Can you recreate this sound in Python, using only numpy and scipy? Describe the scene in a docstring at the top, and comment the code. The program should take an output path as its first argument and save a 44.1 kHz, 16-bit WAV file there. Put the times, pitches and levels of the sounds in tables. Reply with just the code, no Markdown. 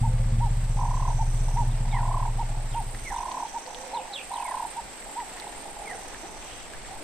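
"""An elephant gives one deep, throbbing rumble that sinks and fades on a dry, bushy slope by day.
Slow vocal fold puffs ring its chest and trunk. A dove repeats a nearly pure three-part call (coo,
rolled trill, short coo); others answer from further off. Small birds whistle and chip, crickets rasp
and chirp with their wings, sand slides and twigs snap under the herd's feet, and two short grunts
come late. Behind it all: breeze, leaves and a far insect chorus."""
import sys
import numpy as np
from scipy import signal
from scipy.fft import rfft, irfft, next_fast_len
from scipy.io import wavfile
from scipy.ndimage import uniform_filter1d, map_coordinates

SR = 44100
rng = np.random.default_rng(int(sys.argv[2]) if len(sys.argv) > 2 else 0)


def unload_audio(sound):
    """Save the sound as a 16-bit wav file, at the path given as the first command line argument."""
    columns = np.transpose(np.atleast_2d(sound))
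    # keep every value between -1 and 1, then stretch to whole-number steps
    steps = np.round(np.clip(columns, -1, 1) * 32767)
    wavfile.write(sys.argv[1], SR, steps.astype(np.int16))


N = 310023
T = np.arange(N) / SR


def amp(db):
    """Decibels to gain."""
    return 10 ** (np.asarray(db) / 20)


def unit(x):
    """Scale to rms 1."""
    return x / np.sqrt(np.mean(x ** 2) + 1e-20)


def along(points, hz):
    """Read (f/Hz, value) points on a log axis."""
    f, values = np.transpose(points)
    return np.interp(np.log(hz + 1), np.log(f + 1), values)


def curves(rows, at=T):
    """Interpolate each later column against the first."""
    knots, *columns = np.transpose(rows)
    return [np.interp(at, knots, column) for column in columns]


def wobble(knots_per_s):
    """Smooth random curve."""
    return map_coordinates(rng.standard_normal(int(N * knots_per_s / SR) + 4), [T * knots_per_s])


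def bump(peak_s, half_s):
    """Gaussian swell of height 1."""
    return np.exp(-((T - peak_s) / half_s) ** 2)


def during(start_s, end_s):
    """Samples between two times."""
    return slice(max(0, int(start_s * SR)), max(0, int(end_s * SR)))


def filtered(x, response):
    """Apply a complex frequency response."""
    size = next_fast_len(N + SR // 2)
    return irfft(rfft(x, size) * response(np.fft.rfftfreq(size, 1 / SR)), size)[..., :N]


def coloured(x, spectrum):
    """Shape by (f/Hz, level/dB) points."""
    return filtered(x, lambda hz: amp(along(spectrum, hz)))


def resonate(x, modes):
    """Parallel resonances (f/Hz, width/Hz, level/dB)."""
    return filtered(x, lambda f: sum(amp(db) * 1j * f * width / (hz * hz - f * f + 1j * f * width)
                                     for hz, width, db in modes))


def tone(hz):
    """Sine following a pitch curve."""
    return np.sin(2 * np.pi * np.cumsum(hz) / SR)


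def pan(x, right_db):
    """Place by the right channel's lead over the left."""
    return x * amp([[-right_db / 2], [right_db / 2]])


def spread(pair):
    """Two unrelated signals to stereo: alike in the bass, much less so in the treble."""
    likeness = [(100, 0.72), (250, 0.54), (600, 0.66), (2000, 0.4), (4000, 0.14), (8000, -0.37)]  # diffuse field: f/Hz, left-right correlation

    def weights(hz):
        angle = np.arccos(along(likeness, hz)) / 2
        return np.array([np.cos(angle), np.sin(angle)])

    mid, side = filtered(pair, weights)
    return np.array([mid + side, mid - side])


def rush(spectrum):
    """Shaped stereo noise, rms 1."""
    return unit(spread(coloured(rng.standard_normal((2, N)), spectrum)))


def outdoors(x, scatter_db, scatter_s, echo_db):
    """Direct sound, quick scatter from the bushes and a weak, long echo from the slope."""
    decay = [(100, 0.36), (900, 0.82), (4000, 0.2), (10000, 0.027)]  # slope echo: f/Hz, t60/s
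    hz, frame_s, noise = signal.stft(rng.standard_normal((2, SR * 2 // 3)), SR, nperseg=256)
    tail = signal.istft(noise * amp(-60 * frame_s / along(decay, hz)[:, None]), SR, nperseg=256)[1]
    age_s = np.arange(tail.shape[1]) / SR
    bushes = rng.standard_normal(tail.shape) * age_s * np.exp(-age_s / scatter_s)
    paths = amp(scatter_db) * bushes / np.linalg.norm(bushes[0])
    paths += amp(echo_db) * tail / np.linalg.norm(tail[0])
    return x + spread(signal.fftconvolve(x[None], paths, axes=1)[:, :N])


def elephant(first_puff_s=.017, sag_db_per_s=1.46, release_at_s=2.305, release_s=1.09):
    """Vocal fold puffs ring chest and trunk; duller as effort fades, ragged under strain."""
    pulse_rate = [(0.0, 16.3), (.42, 16.15), (.75, 15.8), (1.05, 15.38), (1.4, 15.25), (1.6, 15.0),
                  (1.9, 15.05), (2.12, 14.25), (2.6, 13.9), (2.9, 13.2), (3.2, 11.7)]  # vocal folds: t/s, f/Hz
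    strains = [(.03, 0.12, 16.5, 0.1), (.35, 0.099, 14.5, 0.13), (1.8, .3, 12.5, 0.33)]  # hoarse spells: peak t/s, half length/s, added rasp/dB, added roughness
    # resonances: f/Hz, width/Hz, level/dB
    chest_modes = [(30.56, 8.4, 11.5), (50.5, 12, 6.5)]
    trunk_modes = [(77, 12, -17), (118.26, 9.6, -4), (158.5, 10.2, -17)]
    rasp_modes = [(226, 11, 10.5), (186, 17, -7)]
    # their colouring: f/Hz, level/dB
    chest_eq = [(8, -27), (15, 18.5), (30, 21), (85, -.5), (150, -13), (300, -67)]
    trunk_eq = [(40, -21), (85, 2), (150, -6), (200, -19), (300, -65), (500, -74)]
    rasp_eq = [(100, -31), (180, 4.5), (230, -3.5), (270, -10), (500, -34)]
    pulse_hz, = curves(pulse_rate)
    release = np.clip((T - release_at_s) / release_s, 0, 1)
    effort = amp(-sag_db_per_s * T) * np.cos(np.pi / 2 * release).clip(0)
    roughness = .13 + sum(added * bump(s, half_s) for s, half_s, _, added in strains)
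    strain_db = sum(db * bump(s, half_s) for s, half_s, db, _ in strains)
    cycles = np.cumsum(pulse_hz * (T >= first_puff_s)) / SR
    puffs = unit(np.diff(np.ceil(cycles), prepend=0) * amp(.7 * wobble(15)))
    turbulence = rng.standard_normal((3, N))
    chest = coloured(resonate(puffs + roughness * turbulence[0] / 4, chest_modes), chest_eq)
    trunk = coloured(resonate(puffs + roughness * turbulence[1], trunk_modes), trunk_eq)
    rasp = coloured(resonate(puffs + .93 * turbulence[2], rasp_modes), rasp_eq)
    return (amp(-25.5) * effort * unit(chest)
            + amp(-27 + .11 * strain_db) * effort ** 1.93 * unit(trunk)
            + amp(-54 + strain_db + 2.8 * wobble(5.65)) * effort * unit(rasp))


def dove_coos(waver, edge_hz=650, rise_s=.0324):
    """Plain notes that arch in pitch, loudest at the top."""
    notes = [(.022, .062, 925, -29.5), (.398, .09, 945, -29), (1.183, .052, 910, -27.5),
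             (1.556, .086, 955, -26), (2.38, .054, 925, -27.5), (2.738, .086, 940, -27),
             (3.533, .056, 935, -29), (3.924, .086, 950, -27.5), (4.756, .052, 935, -30),
             (5.154, .088, 970, -29.5)]  # long before a trill, short after: t/s, length/s, top f/Hz, level/dB
    voice = np.zeros(N)
    for s, length_s, top_hz, db in notes:
        k = during(s, s + length_s)
        arch = np.sin(np.pi * np.interp(T[k], [s, s + rise_s, s + length_s], [0, .5, 1])).clip(0)
        hz = edge_hz + (top_hz - edge_hz) * (arch + np.sin(np.pi / 2 * arch)) / 2
        voice[k] += amp(db + .66) * arch ** .8 * tone(hz * waver[k])
    return voice


def dove_trills(waver, quick_hz=48.2, settled_hz=32, closing_hz=39.8, skew=.33, throat_lag_s=.0018):
    """The throat snaps open at each beat's top; the roll starts quick, settles, then hurries."""
    # trills: first beat t/s, lead-in/s, time to slowest beat/s, time stretch, top f/Hz, level/dB
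    trills = [(.793, .036, .085, .995, 1060, -28.6), (1.949, .03, .155, .995, 1065, -27.9),
              (3.124, .022, .165, .992, 1050, -28.3), (4.318, .017, .155, 1.005, 1055, -28)]
    # course of a trill: t/s from first beat, level/dB, gap depth 0-1, gap f/Hz, share of top pitch
    course = [(-.032, -26, .2, 730, .8), (-.021, -7.5, .2, 750, .82), (-.006, -1.5, .35, 750, .95),
              (.021, 1.4, .66, 750, .96), (.045, 1.1, .86, 690, .92), (.09, -.7, .87, 660, .96),
              (.18, -1, .8, 640, 1.01), (.285, .6, .83, 650, .97), (.337, -.5, .86, 650, .88),
              (.35, -18, .8, 660, .85)]
    first_s, last_s = course[0][0], course[-1][0]
    uneven_db, uneven_gap = .8 * wobble(settled_hz), .09 * wobble(settled_hz)
    voice = np.zeros(N)
    for s, lead_in_s, slowest_s, stretch, top_hz, db in trills:
        k = during(s + stretch * first_s, s + stretch * last_s)
        age = (T[k] - s) / stretch
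        course_db, depth, gap_hz, crest = curves(course, age)
        rate = np.interp(age, [.05, slowest_s, last_s], [quick_hz, settled_hz, closing_hz])
        beats = np.cumsum(rate) / (SR * stretch) + quick_hz * first_s
        # pitch leaps up and slides down; loudness lags it
        arch = np.cos(np.pi * beats - skew * np.sin(np.pi * beats) ** 2) ** 2
        hz = gap_hz + (crest * top_hz - gap_hz) * arch ** 1.4
        push = np.cos(np.pi * (beats - throat_lag_s * rate)) ** 2
        opening = 1 / (1 + np.exp(-11 * (push - .54)))
        attack = ((age + lead_in_s) / .008).clip(0, 1)
        swell = attack * (1 - (depth + uneven_gap[k]).clip(0, 1) * (1 - opening))
        voice[k] += amp(db + .86 + course_db + uneven_db[k]) * swell * tone(hz * waver[k])
    return voice


def near_dove():
    """One nearly pure voice, trembling slightly in pitch and level."""
    waver = 1 + .015 * wobble(200)
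    voice = (dove_coos(waver) + dove_trills(waver)) * amp(wobble(220))
    return pan(outdoors(voice, scatter_db=-18, scatter_s=.005, echo_db=-20), right_db=2.2)


def far_doves(gap_hz=600, beat_hz=37.5):
    """Distant rolls and soft coos, blurred by the bush."""
    trills = [(1.487, 1.565, 933, -37), (1.669, 1.93, 941, -43), (2.497, 2.62, 897, -39),
              (3.653, 4.17, 932, -39), (5.069, 5.14, 883, -40.5), (5.339, 5.765, 903, -40),
              (5.77, 5.965, 890, -37.5), (6.0, 6.418, 920, -44.5), (6.89, 6.976, 885, -41)]  # rolls: first beat t/s, end t/s, top f/Hz, level/dB
    coos = [(.08, 0.087, 502, 520, -50.5), (.17, 0.089, 523, 505, -45), (.25, 0.1, 531, 502, -48),
            (3.645, 0.049, 505, 485, -46), (3.735, 0.099, 460, 521, -44.5), (3.805, 0.068, 517, 552, -44),
            (3.855, 0.058, 534, 478, -43), (3.905, 0.083, 539, 508, -46.5), (3.955, 0.08, 503, 514, -45),
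            (4.089, 0.057, 784, 770, -36.5), (4.13, 0.053, 500, 563, -46), (4.17, 0.055, 576, 487, -52),
            (5.32, 0.048, 725, 710, -43.5), (5.91, 0.056, 735, 770, -37), (6.9, .045, 768, 780, -41)]  # soft notes: t/s, length/s, start f/Hz, end f/Hz, level/dB
    voice = np.zeros(N)
    waver = 1 + .024 * wobble(45)
    for s, end_s, top_hz, db in trills:
        k = during(s - .5 / beat_hz, end_s)
        arch = np.cos(np.pi * beat_hz * (T[k] - s)) ** 2
        fade = signal.windows.tukey(len(arch), .15)
        hz = gap_hz + (top_hz - gap_hz) * arch ** 3
        voice[k] += amp(db - 1) * fade * arch * tone(hz * waver[k])
    quaver = 1 + .026 * wobble(110)
    for s, length_s, start_hz, end_hz, db in coos:
        k = during(s, s + length_s)
        arch = np.sin(np.pi * (T[k] - s) / length_s).clip(0)
        hz = np.interp(T[k], [s, s + length_s], [start_hz, end_hz])
        voice[k] += amp(db) * arch * tone(hz * (1 + .03 * arch) * quaver[k])
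    voice *= amp(2.8 * wobble(30))
    return pan(outdoors(voice, scatter_db=-17, scatter_s=.0032, echo_db=-12.5), right_db=3.5)


def glides(notes, course, flicker_db, jitter):
    """Trembling notes that share one course of pitch and level."""
    voice = np.zeros(N)
    waver = 1 + jitter * wobble(800)
    for s, length_s, start_hz, db in notes:
        k = during(s, s + length_s)
        share, course_db = curves(course, (T[k] - s) / length_s)
        voice[k] += amp(db + course_db) * tone(start_hz * share * waver[k])
    return voice * amp(flicker_db * wobble(130))


def small_birds():
    """One bird drops falling whistles; another chips hoarsely from deeper in the bushes."""
    # calls: t/s, length/s, start f/Hz, level/dB
    whistle_notes = [(1.915, .098, 2370, -37.5), (3.044, .098, 2370, -37.3), (4.448, .104, 2310, -41),
                     (5.852, .106, 2380, -39.8)]
    chip_notes = [(1.7, .09, 3820, -51), (1.905, .09, 3910, -46.5), (2.703, .095, 3900, -45),
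                  (3.143, .085, 3900, -47), (3.452, .09, 3800, -50), (3.939, .088, 4150, -39),
                  (4.126, .098, 4050, -32), (4.328, .1, 4100, -42.5)]
    # course of a call: share of length, share of start pitch, level/dB
    whistle_course = [(0, 1, -14), (.12, .95, -6), (.3, .895, 0), (.5, .84, -1), (.66, .76, -3),
                      (.75, .71, -8), (.87, .635, -5), (1, .54, -15)]
    chip_course = [(0, 1, -18), (.1, .97, -3), (.21, .93, -1), (.29, .9, -11), (.37, .85, 2), (.5, .69, -5),
                   (.6, .7, -11), (.71, .59, -5), (.79, .64, -22), (.85, .72, -9), (.91, .63, -3.5),
                   (1, .58, -21)]
    whistles = glides(whistle_notes, whistle_course, flicker_db=3, jitter=.02)
    chips = glides(chip_notes, chip_course, flicker_db=3.2, jitter=.043)
    whistles = outdoors(whistles, scatter_db=-10, scatter_s=.005, echo_db=-12)
    chips = outdoors(chips, scatter_db=-13, scatter_s=.022, echo_db=-9.5)
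    return pan(whistles + amp(-1.5) * chips, right_db=4.5)


def stridulate(phrases, chirp_hz, stroke_hz, strokes, rise_per_s, fade_s=.12, depth=.75):
    """Envelope of wing strokes in slightly uneven chirps; each phrase swells, then fades."""
    level = np.zeros(N)
    stray_s = .002 * wobble(9)
    for s, end_s, db in phrases:
        k = during(s, end_s)
        age_s = (T[k] - s).clip(0)
        stroke = stroke_hz * ((age_s + stray_s[k]) % (1 / chirp_hz))
        scrape = (1 - depth * np.cos(np.pi * stroke) ** 2) * (stroke < strokes)
        fade = np.sqrt((np.minimum(age_s, end_s - T[k]) / fade_s).clip(0, 1))
        swell = np.minimum(1, .51 + age_s * rise_per_s)
        level[k] += amp(db) * fade * scrape * swell
    return level * amp(1.2 * wobble(25))


def bush_crickets():
    """Two raspers, each with its own wing resonance and tempo."""
    # phrases: start t/s, end t/s, level/dB
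    high_song = [(-.3, .2, -57), (1.2, 1.72, -50.5), (2.606, 3.32, -46.5), (4.143, 4.82, -44),
                 (5.3, 6.12, -48), (6.8, 7.3, -52)]
    low_song = [(.66, 1.7, -48), (2.934, 3.91, -46), (5.8, 6.67, -49.5)]
    # wing spectra: f/Hz, level/dB
    high_wing = [(8000, -48), (8550, -5), (8780, 7.5), (8950, -17), (9250, -37), (12000, -26), (12650, -12),
                 (13100, -40)]
    low_wing = [(5000, -25), (5700, -6.5), (6200, -2.5), (6700, -18.5), (8500, -39), (9900, -15),
                (10800, -40)]
    high = stridulate(high_song, chirp_hz=23.4, stroke_hz=94, strokes=3, rise_per_s=1 / .35)
    low = stridulate(low_song, chirp_hz=21.9, stroke_hz=167, strokes=6, rise_per_s=1 / .3)
    scattered_power = np.abs(uniform_filter1d(low ** 2, size=SR // 12))  # bushes fill the gaps
    blurred = np.sqrt(.94 * low ** 2 + .06 * scattered_power)
    return (amp(.35) * pan(high * rush(high_wing), right_db=8.5)
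            + amp(-3) * pan(blurred * rush(low_wing), right_db=12))


def small_cricket(chirp_hz=4.56, first_s=.075):
    """Even chirps on a narrow wing resonance."""
    wing = [(7000, -40), (7400, 5), (7520, -1), (7650, -12), (8000, -50)]  # wing spectrum: f/Hz, level/dB
    return amp(-53) * np.cos(np.pi * chirp_hz * (T - first_s)) ** 8 * rush(wing)


def footfalls():
    """Soft pushes into loose, trickling sand."""
    steps = [(.36, .04, -50), (5.76, .13, -51), (5.92, .1, -47.8), (6.09, .12, -47), (6.245, .04, -49),
             (6.34, .12, -50.5), (6.89, .07, -52), (7.02, .04, -46)]  # steps and slides: peak t/s, length/s, level/dB
    spectrum = [(100, -9), (230, -5), (450, 2.5), (750, -16), (1200, -6.5), (3000, -48), (8000, -41)]  # sliding sand: f/Hz, level/dB
    pushes = sum(amp(db) * np.exp(-2 * ((T - s) / length_s) ** 2) for s, length_s, db in steps)
    trickle = amp(3.2 * wobble(45))
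    return pan(pushes * trickle * rush(spectrum), right_db=-3)


def brushed_bush():
    """A flank brushes leaves in passing."""
    contact = [(6.3, -96), (6.43, -53.5), (6.62, -51), (6.8, -72), (7.03, -77)]  # brushing: t/s, level/dB
    spectrum = [(1500, -33), (2600, -1), (3300, 2), (3900, -12), (6000, -67)]  # brushed leaves: f/Hz, level/dB
    level_db, = curves(contact)
    return pan(amp(level_db + 3.1 * wobble(70)) * rush(spectrum), right_db=-3)


def twigs(crack_s=.00057, ring_db=-6, crack_db=-7):
    """Each dry twig cracks and rings for a few cycles."""
    snaps = [(1.573, -27.5, 1990, 3.5), (2.948, -26.5, 1960, 5), (3.317, -24.5, 4530, 1.9),
             (3.6645, -23.5, 4650, 2), (3.7466, -19, 3700, 1.5), (5.025, -36, 2000, 5.6),
             (5.203, -28, 1950, 5.5), (5.373, -29, 1870, 4.6), (5.3997, -20.5, 4030, 2.2),
             (5.422, -28.5, 2080, 6), (5.479, -29.5, 3800, 2), (6.146, -28.5, 1760, 4.9),
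             (6.199, -35, 2150, 6), (6.736, -29, 1710, 5.9), (6.798, -36, 2200, 6), (6.849, -35, 1800, 4.9)]  # breaks: t/s, level/dB, ring f/Hz, decay/cycles
    spectrum = [(700, -28), (2000, 19), (4200, 7), (6500, -19), (12000, -60)]  # crack noise: f/Hz, level/dB
    rings, cracks = np.zeros(N), np.zeros(N)
    for s, db, hz, cycles in snaps:
        k = during(s, s + .05)
        age_s = (T[k] - s).clip(0)
        rings[k] += amp(db + ring_db) * np.exp(-age_s * hz / cycles) * np.sin(2 * np.pi * hz * age_s)
        cracks[k] += amp(db + crack_db) * np.exp(-age_s / crack_s)
    rings = outdoors(rings, scatter_db=-2, scatter_s=.0042, echo_db=-18)
    return pan(rings + cracks * rush(spectrum), right_db=2)


def grunts(octave_db=4):
    """Brief, hoarse rising calls with their octave."""
    calls = [(6.217, .054, 270, 450, -41.5), (6.995, .06, 240, 400, -45.5)]  # grunts: t/s, length/s, start f/Hz, end f/Hz, level/dB
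    voice = np.zeros(N)
    waver = 1 + .027 * wobble(200)
    for s, length_s, start_hz, end_hz, db in calls:
        k = during(s, s + length_s)
        progress = ((T[k] - s) / length_s).clip(0, 1)
        hz = (start_hz + (end_hz - start_hz) * progress) * waver[k]
        voice[k] += amp(db) * np.sin(np.pi * progress) ** 2 * (tone(hz) + amp(octave_db) * tone(2 * hz))
    return pan(outdoors(voice, scatter_db=-6, scatter_s=.005, echo_db=-14), right_db=-.5)


def wind():
    """A light breeze, the leaves it rustles and its low buffeting."""
    # noise spectra: f/Hz, level/dB
    breeze_tone = [(30, -20), (100, -8.5), (250, 1), (500, 0.5), (800, 3.5), (1200, -4.5), (2500, -66)]
    leaves_tone = [(600, -21), (1300, 0.5), (2000, 2.5), (3000, -2.5), (5000, -4.5), (7000, -6),
                   (9000, -4.5), (10500, -42), (14000, -77)]
    buffet_tone = [(12, 0), (30, 0.5), (50, -4.5), (75, -16), (120, -13.5), (220, -51)]
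    # strength: t/s, level/dB
    leaves_level = [(0, -48.5), (1.3, -48), (3.9, -46.5), (4.45, -45), (4.95, -46), (7.03, -46.5)]
    buffet_level = [(3, -54), (5.2, -53.5), (5.7, -50), (6.8, -45.5), (7.03, -48)]
    leaves_db, = curves(leaves_level)
    buffet_db, = curves(buffet_level)
    breeze = amp(-47 + wobble(10)) * rush(breeze_tone)
    leaves = amp(leaves_db + .54 * wobble(9) + .98 * wobble(120)) * rush(leaves_tone)
    buffet = amp(buffet_db + 2 * wobble(17)) * rush(buffet_tone)
    return buffet + pan(breeze, right_db=.6) + pan(leaves, right_db=.84)


def insect_chorus(swell_db=3):
    """Far insects merge into a flickering hiss that swells once."""
    spectrum = [(6700, -45), (7200, -9), (7480, 0.5), (7800, 4.5), (8300, 4), (8700, 4.5), (9200, -67),
                (11000, -19.5), (11800, -10.5), (12700, -11.5), (13300, -62)]  # massed insects: f/Hz, level/dB
    level_db = -49 + swell_db * bump(peak_s=5.15, half_s=.28)
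    flicker_db = .52 * wobble(5.6) + 1.94 * wobble(200)
    return pan(amp(level_db + flicker_db) * rush(spectrum), right_db=2)


def scene():
    """The whole slope in stereo; the rumble is centred."""
    return (elephant() + near_dove() + far_doves() + small_birds() + bush_crickets() + small_cricket()
            + footfalls() + brushed_bush() + twigs() + grunts() + wind() + insect_chorus())


def record(dry):
    """Brick-wall low-pass at 14 kHz."""
    return filtered(dry, lambda hz: hz < 14000)


dry = scene()
out = record(dry)
unload_audio(out)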